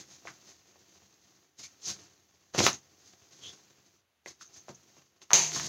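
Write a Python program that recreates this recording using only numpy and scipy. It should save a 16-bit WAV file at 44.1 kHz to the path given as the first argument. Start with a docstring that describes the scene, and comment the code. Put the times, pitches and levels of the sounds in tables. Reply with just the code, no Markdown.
"""Hands pull a cloth cover round a soft toy and press its plastic snaps together, close by in a quiet room.
First the cloth hisses as it slides in tiny slips, fingers knock lightly and a fingertip briefly skids.
At about 2.6 s hard tugs make the cloth flap, while fingers and snap halves knock loudly.
Softer sliding follows, then a short rest just after 4 s, then more small knocks.
At 5.3 s one snap pops home and rings through the room, and the cloth rustles to the end."""
import sys
import numpy as np
from scipy import signal
from scipy.fft import rfft, irfft
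from scipy.io import wavfile
from scipy.ndimage import uniform_filter1d

SR = 44100
rng = np.random.default_rng(int(sys.argv[2]) if len(sys.argv) > 2 else 0)


def file_out(sig):
    """Save sig as 16-bit WAV at sys.argv[1]."""
    # one column per channel
    cols = np.atleast_2d(sig).T
    # limit, then scale
    lim = np.clip(cols, -1, 1)
    pcm = np.round(lim * 32767).astype(np.int16)
    wavfile.write(sys.argv[1], SR, pcm)


N = 250488
T = np.arange(N) / SR


def undb(db):
    """Turn decibels into a number to multiply by."""
    return 10 ** (np.asarray(db) / 20)


def unit(x):
    """Scale a signal so that its average power is 1."""
    return x / np.sqrt(np.mean(x ** 2))


def add(out, start_s, x):
    """Mix x into out, beginning at start_s."""
    i = int(start_s * SR)
    out[i:i + len(x)] += x[:N - i]


def colour(x, points, size=4096):
    """Shape the bass and treble of x along a curve of (Hz, dB) points."""
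    hz, db = np.transpose(points)
    freqs = np.maximum(np.arange(size // 2 + 1) * SR / size, 1)
    gains = undb(np.interp(np.log(freqs), np.log(hz), db))
    # These steps build a filter that never sounds before its input does.
    cepstrum = irfft(np.log(gains))
    cepstrum[1:size // 2] *= 2
    cepstrum[size // 2 + 1:] = 0
    response = irfft(np.exp(rfft(cepstrum)))
    return signal.oaconvolve(x, response)[:len(x)]


def resonate(x, hz, width_hz):
    """Let x ring at one pitch; a smaller width rings longer."""
    return signal.lfilter(*signal.iirpeak(hz, hz / width_hz, fs=SR), x)


def fade(t, fade_s):
    """Die away by 60 dB in fade_s seconds, the fade time."""
    return np.exp(-np.log(1000) * t / fade_s)


def ring(tones, t):
    """Tones that start together and each die away, as after a strike."""
    return sum(undb(db) * fade(t, fade_s) * np.cos(2 * np.pi * hz * t) for hz, db, fade_s in tones)


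def wander(per_s):
    """A curve that glides to a new random value per_s times a second."""
    step = int(SR / per_s)
    stairs = np.repeat(rng.standard_normal(N // step + 1), step)
    return unit(uniform_filter1d(stairs, step)[:N])


def slips(per_s, spread_db):
    """Threads catch and let go, making random clicks of uneven size."""
    size = undb(spread_db * np.minimum(rng.exponential(size=N), 3))
    slipping = rng.random(N) < per_s / SR
    return unit(slipping * size * rng.standard_normal(N))


def room(x, fade_s, echo_db):
    """The direct sound, then a blur of echoes that builds up and fades."""
    t = T[:SR // 2]
    build_up = 1 - np.exp(-t / 0.0027)
    tail = rng.standard_normal(len(t)) * fade(t, fade_s) * build_up
    response = undb(echo_db) * tail / np.linalg.norm(tail)
    response[0] += 1
    return signal.oaconvolve(x, response)[:len(x)]


def hush_and_hiss(movement_db):
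    """The still room's hush, and the recorder's thin high hiss, which sinks when the handling goes quiet."""
    # Tone of the hush and of the hiss. Each row: frequency in Hz, relative level in dB.
    hush_tone = [(25, 1.5), (55, -1.5), (80, 6), (150, -9.5), (400, -9), (1000, -14), (3000, -17),
                 (6500, -25.5), (10000, -13), (15000, -14)]
    hiss_tone = [(100, -21), (6500, -23), (9000, -12.5), (13000, 4), (15500, 7.5)]
    hush = unit(colour(rng.standard_normal(N), hush_tone)) * undb(-73)
    hiss = unit(colour(rng.standard_normal(N), hiss_tone)) * undb(-64 + 0.7 * movement_db)
    return hush + hiss


def swell(peak_s, rise_s, fall_s):
    """The strength of one pull: the hand speeds up to a peak and slows again."""
    roundness = 1.4  # 1 is pointed, 2 is bell-shaped
    from_peak = np.maximum((peak_s - T) / rise_s, (T - peak_s) / fall_s)
    return undb(-10 * np.minimum(from_peak, 20) ** roundness)


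def cloth(movement_db):
    """Fine slips of the weave hiss and coarser jerks of the folds flap; both swell with each pull."""
    # Tone of the sliding and of the flapping. Each row: frequency in Hz, relative level in dB.
    slide_tone = [(150, -17), (600, -20), (1500, -10.5), (2800, -8.5), (4500, 1), (6500, 2.5), (10000, -5),
                  (15000, -10.5)]
    flap_tone = [(40, -28.5), (70, 5), (125, 0.5), (350, -0.5), (600, -7.5), (1200, -10.5), (3000, -14),
                 (7000, -32)]
    # Pulls and tugs. Each row: peak time in seconds, seconds to rise the last 10 dB,
    # seconds to fall the first 10 dB, sliding level in dB, flapping level in dB.
    pulls = [(0, .02, .025, -49.5, -54), (.12, .02, .06, -56.5, -64), (.285, .035, .035, -57, -57),
             (.5, .05, .032, -58, -64), (1.597, .012, .028, -49.5, -60), (1.642, .014, .021, -46.5, -65),
             (1.898, .045, .03, -38.5, -50.5), (1.98, .04, .13, -61.5, -62.5),
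             (2.55, .008, .03, -40, -38.5), (2.587, .008, .024, -26.5, -25), (2.64, .025, .048, -27, -34),
             (2.735, .03, .021, -46, -50), (3.07, .025, .06, -62, -71), (3.46, .13, .11, -55.5, -60.5),
             (4.28, .016, .04, -52, -58.5), (4.42, .014, .022, -52.5, -66), (4.57, .045, .04, -58.5, -66),
             (4.695, .014, .022, -55, -62), (4.98, .025, .06, -71, -67), (5.221, .007, .022, -56, -58),
             (5.312, .009, .015, -50, -57), (5.45, .04, .03, -41, -62), (5.55, .03, .08, -36.5, -45.5),
             (5.64, .06, .12, -42.5, -49)]
    # The holding hands shift the cloth a little even between pulls.
    slide_power = undb(-70 + movement_db) ** 2
    flap_power = undb(-71 + movement_db) ** 2
    for peak_s, rise_s, fall_s, slide_db, flap_db in pulls:
        pull = swell(peak_s, rise_s, fall_s)
        slide_power += (undb(slide_db) * pull) ** 2
        flap_power += (undb(flap_db) * pull) ** 2
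    catch_db = 1.6 * wander(per_s=70)  # the cloth catches unevenly
    slide = unit(colour(slips(per_s=14000, spread_db=2.3), slide_tone)) * np.sqrt(slide_power)
    flap = unit(colour(slips(per_s=2500, spread_db=2.0), flap_tone)) * np.sqrt(flap_power)
    return room((slide + flap) * undb(catch_db), fade_s=0.17, echo_db=-8.5)


def room_boom(handling):
    """The handling stirs the room, which rings at its own pitches."""
    # Each row: pitch in Hz, width in Hz, level in dB relative to the handling.
    room_tones = [(136.3, 8.1, 1.5), (195.3, 19, 0), (338.8, 12, 0), (375.6, 14, 4), (684.4, 28, -2),
                  (920, 6.7, -3), (1062, 25, -6.5)]
    return sum(undb(db) * resonate(handling, hz, width) for hz, width, db in room_tones)


def knocks():
    """Fingers, folds and snap halves knock: each rings very briefly, with a hard tick on top."""
    # Each row: start in seconds, level in dB, pitch in Hz, width in Hz, tick in dB relative to the ring.
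    contacts = [(0.2534, -41, 550, 300, -8), (0.2726, -35, 2010, 500, -24), (0.2738, -39.5, 1150, 350, -24),
                (0.2804, -36.5, 1400, 450, -24), (0.758, -55, 546, 350, -20), (2.548, -26, 517, 403, -4),
                (2.584, -25, 343, 500, -12), (2.5917, -12.5, 2780, 1800, -26), (2.605, -18, 393, 284, -22),
                (2.6643, -13.5, 1450, 2500, -1), (2.6658, -4, 1140, 1700, -4),
                (2.7305, -28, 6500, 900, -17), (4.2603, -37, 2050, 380, 0), (4.261, -40, 470, 400, -5),
                (4.4112, -43.5, 1350, 347, -2), (4.6836, -39, 580, 350, -20),
                (4.6916, -38.5, 794, 800, -10), (4.696, -39, 180, 190, -26), (4.968, -56, 700, 500, -12),
                (5.2182, -42, 3000, 2200, -12), (5.3062, -23.5, 1140, 655, -7),
                (5.315, -24.5, 1000, 510, -7), (5.5194, -33, 1900, 1400, 3), (5.563, -31, 1100, 560, -10),
                (5.598, -27.5, 1100, 1200, 0)]
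    out, t = np.zeros(N), T[:SR // 3]
    strike = 1. * (t == 0)
    for start_s, db, hz, width, tick_db in contacts:
        body = resonate(resonate(strike, hz, width), hz, min(3 * width, 9000))
        tick = rng.standard_normal(len(t)) * fade(t, fade_s=0.01)
        knock = body / np.abs(body).max() + undb(tick_db) * tick / np.abs(tick).max()
        add(out, start_s, undb(db) * room(knock, fade_s=0.135, echo_db=-2.5))
    return out


def brief_rubs():
    """Short bursts of quick slips: narrow ones sing as a fingertip skids, wide ones hiss."""
    # Each row: peak time in seconds, spread to each side in seconds, pitch in Hz, width in Hz, level in dB.
    # The row at 1.867 s is a brief bright hiss of cloth as a pull begins.
    rubs = [(1.65, 0.013, 2280, 200, -59), (1.867, 0.017, 5670, 2000, -42.5),
            (3.458, 0.02, 3220, 330, -50.5), (3.491, 0.017, 3440, 350, -52.5),
            (4.464, 0.014, 6300, 600, -64), (4.544, 0.0064, 6000, 1800, -59), (4.582, .024, 6300, 350, -62),
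            (4.754, 0.006, 6300, 800, -59)]
    out = np.zeros(N)
    for peak_s, spread_s, hz, width, db in rubs:
        rubbing = slips(per_s=9000, spread_db=3.4)
        band = resonate(resonate(rubbing, hz, width), hz, 2 * width)
        rise_and_fall = np.exp(-0.5 * ((T - peak_s) / spread_s) ** 2)
        out += unit(band) * undb(db) * rise_and_fall
    return out


def snap():
    """The stud jumps through its socket, and a sharp plastic ring fills the room."""
    # The ring of the plastic. Each row: pitch in Hz, relative level in dB, fade time in seconds.
    plastic_tones = [(494, -15, 0.009), (915, -11, 0.013), (2000, -14, 0.0026), (2690, 2, 0.0019),
                     (4650, 2.5, 0.0024), (6300, 12, 0.0025), (6850, -25, .006), (8450, -30, 0.0023)]
    # Faint tones that hang on afterwards. Each row: pitch in Hz, level in dB, fade time in seconds.
    lingering_tones = [(155, -46.5, 6.0), (702, -57.5, 4.3), (1043, -66, 2.2)]
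    # First echoes from floor and walls. Each row: delay in seconds, level in dB relative to the pop.
    echoes = [(.0075, -20), (0.0125, -23), (0.0199, -24)]
    pop_s, pop_db = 5.3331, 5
    out, t = np.zeros(N), T[:SR // 2]
    pop = ring(plastic_tones, t)
    pop = undb(pop_db) * pop / np.abs(pop).max()
    add(out, pop_s, room(pop, fade_s=0.45, echo_db=2.5) + ring(lingering_tones, t))
    for delay_s, db in echoes:
        add(out, pop_s + delay_s, undb(db) * pop)
    return out


def scene():
    """The handling and the room it stirs, over a faint hush and hiss."""
    # How much the holding hands shift the cloth. Each row: time in seconds, relative level in dB.
    movement = [(0, 3), (0.45, 4), (0.62, -2), (0.92, 1.5), (1.13, -1.5), (1.42, -1.5), (1.52, -11),
                (1.72, 0), (2.45, -5.5), (2.85, 0), (3.7, 0), (3.97, -4), (4.04, -23), (4.24, -23),
                (4.42, -2), (4.95, 1), (5.12, -10), (5.68, -4)]
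    movement_db = np.interp(T, *np.transpose(movement))
    handling = cloth(movement_db) + knocks() + brief_rubs() + snap()
    return (handling + room_boom(handling) + hush_and_hiss(movement_db))[None]


def record(dry):
    """A bright little microphone thins the bass, rounds the loudest peak and cuts the highest treble."""
    # Its tone, with a bright peak and a steep drop above. Each row: frequency in Hz, boost or cut in dB.
    mic_tone = [(30, -10.5), (100, -1.5), (4000, 4.5), (5400, 2.5), (5900, 5.5), (6400, 9), (7000, 1.5),
                (7500, -2.5), (8000, -14), (11000, -11.5), (15000, -13.5)]
    low_cut_hz, top_cut_hz, ceiling = 75, 15750, 0.92
    bass_cut = signal.butter(2, low_cut_hz, "high", fs=SR, output="sos")
    treble_cut = signal.ellip(10, 0.2, 80, top_cut_hz, fs=SR, output="sos")
    heard = signal.sosfilt(bass_cut, colour(dry[0], mic_tone))
    rounded = ceiling * np.tanh(heard / ceiling)
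    return signal.sosfilt(treble_cut, rounded)[None]


dry = scene()
out = record(dry)
file_out(out)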